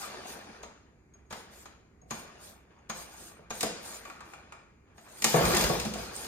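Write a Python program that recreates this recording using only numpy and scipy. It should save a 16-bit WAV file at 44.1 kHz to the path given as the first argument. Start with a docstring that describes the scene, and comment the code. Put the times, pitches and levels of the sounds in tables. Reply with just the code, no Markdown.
"""Cranking a petrol lawn mower

In a garage a starter cord is eased out and let back several times: friction noise for cord and reel,
decaying noise bursts and sine modes for the steel pawls that clink and catch on the flywheel cup.
Then one hard pull spins the engine: it chuffs over compression as struck modes with puffs of noise,
shakes the deck and coasts while the cord runs back. Hard walls answer with a diffuse noise tail.
"""
import sys
import numpy as np
from scipy import signal
from scipy.fft import rfft, irfft, next_fast_len
from scipy.io import wavfile
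from scipy.ndimage import uniform_filter1d, map_coordinates

SR = 44100
rng = np.random.default_rng(int(sys.argv[2]) if len(sys.argv) > 2 else 0)


def wav_out(sig):
    """Save sig, one row per channel (or a flat mono array), as 16-bit PCM at SR to the path in sys.argv[1]."""
    wavfile.write(sys.argv[1], SR, np.round(np.clip(np.atleast_2d(sig).T, -1, 1) * 32767).astype(np.int16))


N = 276507
TOP_HZ = 15900  # upper band limit

# A loose pawl drops on its stop: (time [s], relative level [dB])
CLINKS = [(1.1362, -49), (1.262, -65), (2.015, -53.5), (2.7856, -61.5)]
# Resonances of the starter housing: (frequency [Hz], width [Hz], relative level [dB])
HOUSING = [(350, 36, 0), (485, 32, -1), (685, 45, -2), (796, 45, -1), (945, 45, -4), (1135, 55, 1),
           (1225, 50, 1), (1420, 45, -1), (1610, 70, -2), (1830, 65, 0), (2380, 130, 0), (3520, 110, -1),
           (4100, 110, -3), (5100, 170, 1), (6930, 160, -3)]


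def amp(db):
    """Level to amplitude ratio: 20 dB is a factor of ten."""
    return 10 ** (np.asarray(db) / 20)


def unit(x):
    """Normalisation to a root-mean-square of 1."""
    return x / np.sqrt(np.mean(x ** 2) + 1e-20)


def along(points, hz):
    """Linear interpolation of (frequency [Hz], value) points on a logarithmic frequency axis."""
    f, v = np.transpose(points)
    return np.interp(np.log(hz + 1), np.log(f + 1), v)


def wobble(rate):
    """Slow random modulation: a smooth curve through random knots, rate of them a second."""
    knots = rng.standard_normal(int(N * rate / SR) + 4)
    return map_coordinates(knots, [np.arange(N) * rate / SR])


def filtered(x, response):
    """Linear filtering: the spectrum of x times a response of frequency."""
    n = x.shape[-1]
    padded = next_fast_len(n + 8192, real=True)
    return irfft(rfft(x, padded) * response(np.fft.rfftfreq(padded, 1 / SR)), padded)[..., :n]


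def resonant(peaks, hz):
    """Resonance: power sum of second-order band-pass peaks (centre [Hz], width [Hz], level [dB])."""
    power = 0
    for centre, width, db in peaks:
        detuning = (hz * hz - centre * centre) / (hz * width + 1e-6)
        power = power + amp(db) ** 2 / (1 + detuning ** 2)
    return np.sqrt(power)


def shape(spectrum):
    """Spectral envelope: the gain of (frequency [Hz], level [dB]) points as a function of frequency."""
    return lambda hz: amp(along(spectrum, hz))


def housed(spectrum, standing_db):
    """Source and resonator: a spectrum with the starter housing's resonances standing out of it."""
    return lambda hz: amp(along(spectrum, hz)) * np.hypot(1, amp(standing_db) * resonant(HOUSING, hz))


def noise(response, size=N):
    """Coloured noise: two unrelated random signals, together of rms 1."""
    return unit(filtered(rng.standard_normal((2, size)), response))


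def burst(response, t60, attack):
    """High modal density: a cloud of modes, heard as noise, that swells and decays exponentially."""
    t = np.arange(SR // 2) / SR
    return noise(response, size=len(t)) * amp(-60 * t / t60) * (1 - np.exp(-t / attack))


def ring(modes, attack):
    """Modal vibration: decaying sines, with new strengths and phases at every blow."""
    t = np.arange(SR // 2) / SR
    tone = 0
    for hz, db, t60 in modes:
        decay = amp(db + rng.normal(0, 2.3) - 60 * t / t60)
        tone = tone + decay * np.sin(2 * np.pi * (hz * t + rng.random((2, 1))))
    return tone * (1 - np.exp(-t / attack))


def add(track, s, sound):
    """Superposition: mix a sound into the track at time s."""
    part = track[:, max(round(s * SR), 0):][:, :sound.shape[1]]
    part += sound[:, :part.shape[1]]


def scrape(response, rate, grain_db):
    """Sliding friction: noise broken into tiny slips, rate a second."""
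    return unit(noise(response) * amp(grain_db * wobble(rate)))


def patchy(x, depth_db):
    """Random band modulation: each narrow band swells and fades on its own."""
    z = signal.stft(x, nperseg=512)[2]
    field = rng.standard_normal(z.shape[1:])
    field = uniform_filter1d(field, size=3, axis=0)  # over frequency
    field = uniform_filter1d(field, size=7, axis=1)  # over time
    return unit(signal.istft(z * amp(depth_db * unit(field)), nperseg=512)[1][:, :N])


def stroke(s, length, db, rise, fade_db_per_s, drag_db_per_s=0):
    """Speed envelope: a motion is up to speed at s, drags for its length and then dies away."""
    t = np.arange(N) / SR - s
    held_db = db - drag_db_per_s * np.clip(t, 0, length) - fade_db_per_s * np.maximum(t - length, 0)
    return amp(held_db) * np.exp(-(np.minimum(t, 0) / rise) ** 2)


def rumble():
    """Stationary background noise: the garage's quiet, low-pitched floor."""
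    # Spectrum of the floor: (frequency [Hz], relative density [dB per Hz])
    floor_spectrum = [(15, -40), (28, -13), (48, -4.5), (60, 4.5), (78, -1), (110, -5), (210, -7.5),
                      (410, -11), (560, -22), (1000, -25.5), (2300, -28.5), (3200, -47), (5000, -41),
                      (5600, -50), (6800, -34), (7500, -48), (13000, -53), (16000, -62)]
    return amp(-61.5) * noise(shape(floor_spectrum))


def garage(x):
    """Diffuse reverberation: the walls' answer, each frequency decaying at its own speed."""
    # Reverberation time: (frequency [Hz], t60 [s])
    wall_decay = [(100, 0.79), (700, 0.51), (2000, 0.62), (5000, 0.68), (13000, 0.23)]
    hz, t, z = signal.stft(rng.standard_normal((2, SR)), SR, nperseg=256)
    decay = amp(-60 * t / along(wall_decay, hz)[:, None])
    build_up = 1 - np.exp(-t / 0.0049)
    tail = signal.istft(z * decay * build_up, SR, nperseg=256)[1]
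    return signal.fftconvolve(x, tail / np.linalg.norm(tail[0]), axes=1)[:, :N]


def ports(pair):
    """Interchannel coherence: two signals become left and right, alike in the bass, out of step in the treble."""
    # Likeness of the channels: (frequency [Hz], coherence [0-1])
    coherence = [(60, .97), (200, .92), (430, .65), (850, .42), (1700, .35), (3500, .42), (6000, .25),
                 (8700, .42), (12000, .76)]
    # Phase by which the left leads: (frequency [Hz], lead [rad])
    phase_lead = [(60, .05), (200, .3), (430, .65), (850, 1.1), (1700, 1.0), (3500, 2.2), (6000, 2.9),
                  (8700, 2.2), (11500, .3)]
    # Level difference: (frequency [Hz], left minus right [dB])
    balance = [(60, -3), (200, -0.9), (850, 1.1), (3500, 1.6), (6400, 3.5), (8700, -4.5), (11500, -0.5)]

    def spread(hz):
        alike = np.clip(along(coherence, hz), 0, .99)
        lead = along(phase_lead, hz)
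        common, apart = np.sqrt(1 + alike), np.sqrt(1 - alike)
        left = amp(along(balance, hz) / 2) * np.exp(.5j * lead)
        matrix = np.array([[common * left, apart * left], [common / left, -apart / left]])
        return matrix / np.sqrt(1 + alike * np.cos(lead))  # offsets gain or loss in the sum of the channels

    return filtered(pair, spread).sum(axis=1)


def cup(hz):
    """Resonance of a steel shell: the flywheel cup's response."""
    # Modes of the cup: (frequency [Hz], width [Hz], relative level [dB] before squaring)
    cup_modes = [(2400, 140, -3), (5950, 150, -6), (6600, 220, 0), (6980, 200, -4)]
    return resonant(cup_modes, hz) ** 2


def cord(whirr, rub, hiss, bright_db):
    """Friction and rattle: the reel rattles and jingles the pawls as the braid rubs and hisses in its guide."""
    # Spectrum of the reel in its housing: (frequency [Hz], relative density [dB per Hz])
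    reel_spectrum = [(76, -34), (130, -4.5), (210, 4), (280, -3), (360, 1), (560, 0.5), (1200, -4.5),
                     (1650, -4), (2000, -8.5), (2450, -8.5), (3500, -19.5), (6000, -54)]
    # Spectrum of the cord rubbing its guide: (frequency [Hz], relative density [dB per Hz])
    rub_spectrum = [(1400, -47), (2300, -9), (3000, -2), (4500, 1.5), (5100, -1), (5700, -4.5),
                    (6300, -0.5), (7000, -6.5), (7450, -15), (9900, -8), (16000, -70)]
    # Spectrum of the hissing braid: (frequency [Hz], relative density [dB per Hz])
    hiss_spectrum = [(3800, -25), (6500, -2), (7000, 0), (7500, -8.5), (8200, 0), (9600, -1),
                     (10600, -15.5), (12000, -3.5), (13300, -5.5), (14300, -6.5), (16000, -21.5)]

    rattle = scrape(housed(reel_spectrum, standing_db=0), rate=260, grain_db=1.5)
    reel = amp(-1.5) * whirr * patchy(rattle, depth_db=2.5)
    jingle = amp(-27.5) * whirr * noise(cup)
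    rubbing = scrape(housed(rub_spectrum, standing_db=2), rate=420, grain_db=1)
    guide = amp(2.0) * rub * patchy(rubbing, depth_db=2.5)
    # bright_db lifts or lowers the top treble
    braid = lambda hz: amp(along(hiss_spectrum, hz) + bright_db * (hz / TOP_HZ) ** 4)
    hissing = scrape(braid, rate=1100, grain_db=2.0)
    fibres = amp(1.5) * hiss * patchy(hissing, depth_db=4.5)
    return reel + jingle + guide + fibres


def easing():
    """Speed-dependent friction: tugs mostly hiss, the reel mostly whirrs; its rub and hiss die first."""
    # The hand draws the cord through its guide: (time [s], length [s], relative hiss level [dB])
    tugs = [(0.0, .045, -50.5), (0.3, .025, -51.5), (1.36, .04, -63), (1.55, .08, -63), (2.14, .06, -58),
            (2.44, .06, -58.5), (2.98, .045, -53), (3.125, .015, -62), (3.19, .1, -57.5), (3.57, .08, -51),
            (3.86, .11, -53), (4.06, .04, -65), (4.28, .06, -70), (5.0, .06, -70), (5.11, .05, -62),
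            (5.2, .02, -55), (6.0, .05, -54), (6.17, .1, -49.5)]
    # The reel is set spinning and runs down: (time [s], length [s], relative whirr level [dB])
    spins = [(0.03, .54, -44), (1.16, .02, -68), (1.38, .26, -55.3), (2.14, .36, -51.8), (2.72, .15, -63.5),
             (2.94, .46, -51.6), (3.68, .88, -47.2), (4.89, .08, -65), (5.07, .14, -55.5),
             (5.99, .28, -44.3)]
    tug_rise_s, tug_fade_db_per_s = .035, 215
    tug_whirr_db, tug_rub_db = -2.5, -6.5  # beside the hiss
    spin_rise_s, spin_drag_db_per_s, spin_stop_db_per_s = .03, 14, 54
    brisk_db = -45  # the whirr of a briskly turning reel
    spin_rub_db, rub_power = -11.3, 1.6  # beside a brisk whirr; exponent of the speed
    spin_hiss_db, hiss_power = -21, 1.9  # likewise

    tug = np.sqrt(sum(stroke(*row, tug_rise_s, tug_fade_db_per_s) ** 2 for row in tugs))
    spin = np.sqrt(sum(stroke(*row, spin_rise_s, spin_stop_db_per_s, spin_drag_db_per_s) ** 2
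                       for row in spins))
    speed = spin / amp(brisk_db)
    whirr = np.hypot(amp(tug_whirr_db) * tug, spin)
    rub = np.hypot(amp(tug_rub_db) * tug, amp(brisk_db + spin_rub_db) * speed ** rub_power)
    hiss = np.hypot(tug, amp(brisk_db + spin_hiss_db) * speed ** hiss_power)
    return cord(whirr, rub, hiss, bright_db=-3)


def spring():
    """Stick-slip: the coils tick against their case as the cord winds in, and the housing rings on."""
    # The rewind spring's coils slip: (time [s], relative level [dB])
    slips = [(0.036, -37), (2.277, -49), (3.861, -44), (3.921, -44), (4.052, -37), (4.099, -37.5),
             (4.205, -37.5), (4.335, -38), (4.522, -38)]
    # Spectrum of a tick: (frequency [Hz], relative density [dB per Hz])
    tick_spectrum = [(290, -49), (500, -6), (1270, 1.5), (2100, -9), (2470, -4), (3090, -16), (4990, -18),
                     (5480, -29), (6510, -13.5), (9450, -23), (10800, -30), (12000, -26), (15600, -64),
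                     (22000, -120)]
    out = np.zeros((2, N))
    tick = shape(tick_spectrum)
    housing = lambda hz: tick(hz) * resonant(HOUSING, hz) ** 2
    for s, db in slips:
        add(out, s, amp(db - 4) * burst(tick, t60=0.049, attack=0.00095))
        add(out, s, amp(db - 10.5) * burst(housing, t60=0.15, attack=.002))
    return out


def contacts():
    """Impact and damping: rows (s, knock, clack, crack, ring dB); a free pawl rings, a held one barely."""
    # A pawl catches in the flywheel cup: (time [s], relative clack level [dB])
    catches = [(0.63, -41.3), (1.306, -40.5), (1.655, -45), (2.107, -32.5), (2.896, -32.5), (3.504, -33.5),
               (4.979, -49.5)]
    # The loaded starter jolts with its pawls held fast:
    # (time [s], crack [dB], housing clack [dB], deck knock [dB]), all relative levels
    jolts = [(1.325, -39, -35.5, -60), (3.607, -23.3, -40, -53), (3.629, -22, -31, -35),
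             (5.221, -23.5, -38.5, -44), (5.242, -12.5, -23.5, -29), (5.452, -22.5, -38, -35),
             (5.515, -27, -37, -45), (5.546, -21.5, -29, -34), (5.567, -18.5, -29, -41),
             (5.609, -23, -37, -30), (5.639, -22, -29, -35), (5.798, -26.5, -38, -49),
             (5.85, -31.5, -36.5, -31), (5.937, -32.5, -39.5, -42), (6.245, -37, -42, -52)]
    firm_db = -33  # clack of a firm catch
    catch_knock_db, catch_crack_db, catch_ring_db = -13, -3, -9.5  # beside that clack
    hardening = 1.35  # knock, crack and ring grow faster with force than the clack
    jolt_ring_db = -26  # beside the crack

    rows = []
    for s, db in catches:
        hard_db = firm_db + hardening * (db - firm_db)
        rows.append((s, hard_db + catch_knock_db, db, hard_db + catch_crack_db, hard_db + catch_ring_db))
    for s, crack_db, clack_db, knock_db in jolts:
        rows.append((s, knock_db, clack_db, crack_db, crack_db + jolt_ring_db))
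    return rows


def pings():
    """Free vibration: every contact sets the small steel pawl ringing in its modes."""
    # Modes of the steel pawl: (frequency [Hz], relative level [dB], t60 [s])
    pawl_modes = [(2390, -19, .15), (4040, -26, .1), (6545, -5, .07), (6595, 0, .11), (6670, -10, .08)]
    out = np.zeros((2, N))
    for s, *_, ring_db in contacts():
        add(out, s, amp(ring_db + 4.5) * ring(pawl_modes, attack=0.0022))
    for s, db in CLINKS:
        add(out, s, amp(db - 4.5) * ring(pawl_modes, attack=.002))
    return out[:1]  # one channel


def pawls():
    """Impact excitation: a pawl scuffs along the cup, cracks home, clacks the housing and knocks the deck."""
    # Spectrum of the steel crack: (frequency [Hz], relative density [dB per Hz])
    crack_spectrum = [(1200, -27), (2000, 0.5), (2400, -0.5), (3500, -3), (5100, -2), (5700, -4),
                      (6800, 0.5), (7500, -2), (9400, -2.5), (10700, -10), (13300, -7.5), (16000, -20)]
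    # Spectrum of the housing's clack: (frequency [Hz], relative density [dB per Hz])
    clack_spectrum = [(200, -1), (400, 0), (800, 3), (1600, -2), (2600, -10.5), (4000, -11.5), (6000, -18),
                      (9000, -60)]
    # Modes of the deck: (frequency [Hz], width [Hz], relative level [dB] before squaring)
    deck_modes = [(211, 38, -2.5), (350, 30, -7), (497, 22, -5.5)]
    out = np.zeros((2, N))
    crack = housed(crack_spectrum, standing_db=1.5)
    clack = housed(clack_spectrum, standing_db=-5)
    knock = lambda hz: resonant(deck_modes, hz) ** 2
    for s, knock_db, clack_db, crack_db, ring_db in contacts():
        add(out, s - .006, amp(clack_db - 14) * burst(crack, t60=0.077, attack=0.007))  # scuff
        add(out, s, amp(crack_db - 4.5) * burst(crack, t60=0.048, attack=0.00083))
        add(out, s, amp(clack_db + 2.5) * burst(clack, t60=.08, attack=0.0043))
        add(out, s, amp(knock_db + 0.5) * burst(knock, t60=0.18, attack=0.0063))
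        add(out, s, amp(ring_db + 3.5) * burst(cup, t60=0.077, attack=.0015))
    for s, db in CLINKS:
        add(out, s, amp(db - 20) * burst(crack, t60=0.045, attack=.001))
    return out


def piston():
    """Pulsed flow into cavities: each push of air thumps the airbox, rings the muffler and leaves as a puff."""
    # The piston pushes air through the engine:
    # (time [s], relative puff level [dB], low thump beside it [dB])
    chuffs = [(2.022, -56, 7), (2.058, -58, 5), (3.392, -52, 1), (3.632, -27.5, -5.5), (5.342, -13, -4),
              (5.373, -36, 9), (5.410, -22, -9), (5.475, -33, -10), (5.621, -38, 6), (5.696, -21, -5),
              (5.852, -39, 7.5), (5.955, -34.5, -14)]
    # Modes of the airbox: (frequency [Hz], relative level [dB], t60 [s])
    airbox = [(140, -4, .09), (176, 0, .12)]
    # Modes of the muffler: (frequency [Hz], relative level [dB], t60 [s])
    muffler = [(285, -5, .07), (349, -4, .1), (428, -3, .08), (488, 0, .12), (570, -2, .08), (645, -4, .09),
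               (688, 0, .09), (736, -1, .1), (906, -8, .08), (1110, -8, .09)]
    # Spectrum of the escaping puff: (frequency [Hz], relative density [dB per Hz])
    puff_spectrum = [(70, -33), (150, -10), (400, 2.5), (750, -10), (1200, -8), (2500, -14), (6000, -48)]
    out = np.zeros((2, N))
    for s, db, thump_db in chuffs:
        add(out, s, amp(db + thump_db - 2) * ring(airbox, attack=0.0027))
        add(out, s, amp(db - 5) * ring(muffler, attack=0.0026))
        add(out, s, amp(db - 13.5) * burst(shape(puff_spectrum), t60=0.11, attack=0.00077))
    return out


def hard_pull():
    """Forced motion, then free decay: the cord races, the crank churns, the deck rocks; all coast down."""
    # Motions of reel, crankcase and deck, then of the cord's hiss and rub: (time [s], length [s],
    # relative level [dB], rise [s], coasting [dB per s], drag [dB per s; negative gathers speed])
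    reel_motion = (5.38, .25, -29.3, .06, 60, 5)
    crank_motion = (5.39, .35, -31.5, .025, 65, 11)
    deck_motion = (5.46, .39, -41, .06, 42, 9)
    hiss_motion = (5.27, .36, -41.7, .015, 70, -7)
    rub_motion = (5.27, .35, -46, .015, 52, -20)
    # The deck drops back on its wheels: (time [s], relative level [dB])
    drops = [(5.445, -35), (5.645, -33.5)]
    # Spectrum of the churning crank: (frequency [Hz], relative density [dB per Hz])
    churn_spectrum = [(53, -41), (90, -7), (155, 4), (215, 2.5), (265, -2), (307, -3), (348, 9.5),
                      (394, -5), (471, 0), (517, -17), (569, 8.5), (724, -23), (787, 4), (847, -6),
                      (1100, -6.5), (1430, -43), (2420, -120)]
    # Spectrum of the shaking deck: (frequency [Hz], relative density [dB per Hz])
    shake_spectrum = [(15, -52), (30, -24), (42, -15), (56, 4.5), (75, -7), (130, -6.5), (180, -27),
                      (290, -70)]
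    drop_s, drop_rise_s, drop_fade_db_per_s = .02, .012, 250

    bumps = sum(stroke(s, drop_s, db, drop_rise_s, drop_fade_db_per_s) for s, db in drops)
    deck = np.hypot(stroke(*deck_motion), bumps) * noise(shape(shake_spectrum))
    churn = scrape(shape(churn_spectrum), rate=70, grain_db=3.5)
    crank = amp(-4) * stroke(*crank_motion) * churn
    racing = cord(stroke(*reel_motion), stroke(*rub_motion), stroke(*hiss_motion), bright_db=6.5)
    return deck + crank + racing


def scene():
    """Direct and reverberant sound: mower, echo and rumble; the pings arrive almost dry, from the left."""
    blows = pawls() + spring() + piston()
    ping = pings()
    echo = garage(amp(-4) * blows + amp(-20) * ping)
    mower = blows + easing() + hard_pull()
    return ports(mower + echo + rumble()) + ping * amp([[2], [-2]])  # left and right gain [dB]


def record(dry):
    """Band limitation: nothing passes above the upper limit."""
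    return filtered(dry, lambda hz: hz < TOP_HZ)


dry = scene()
out = record(dry)
wav_out(out)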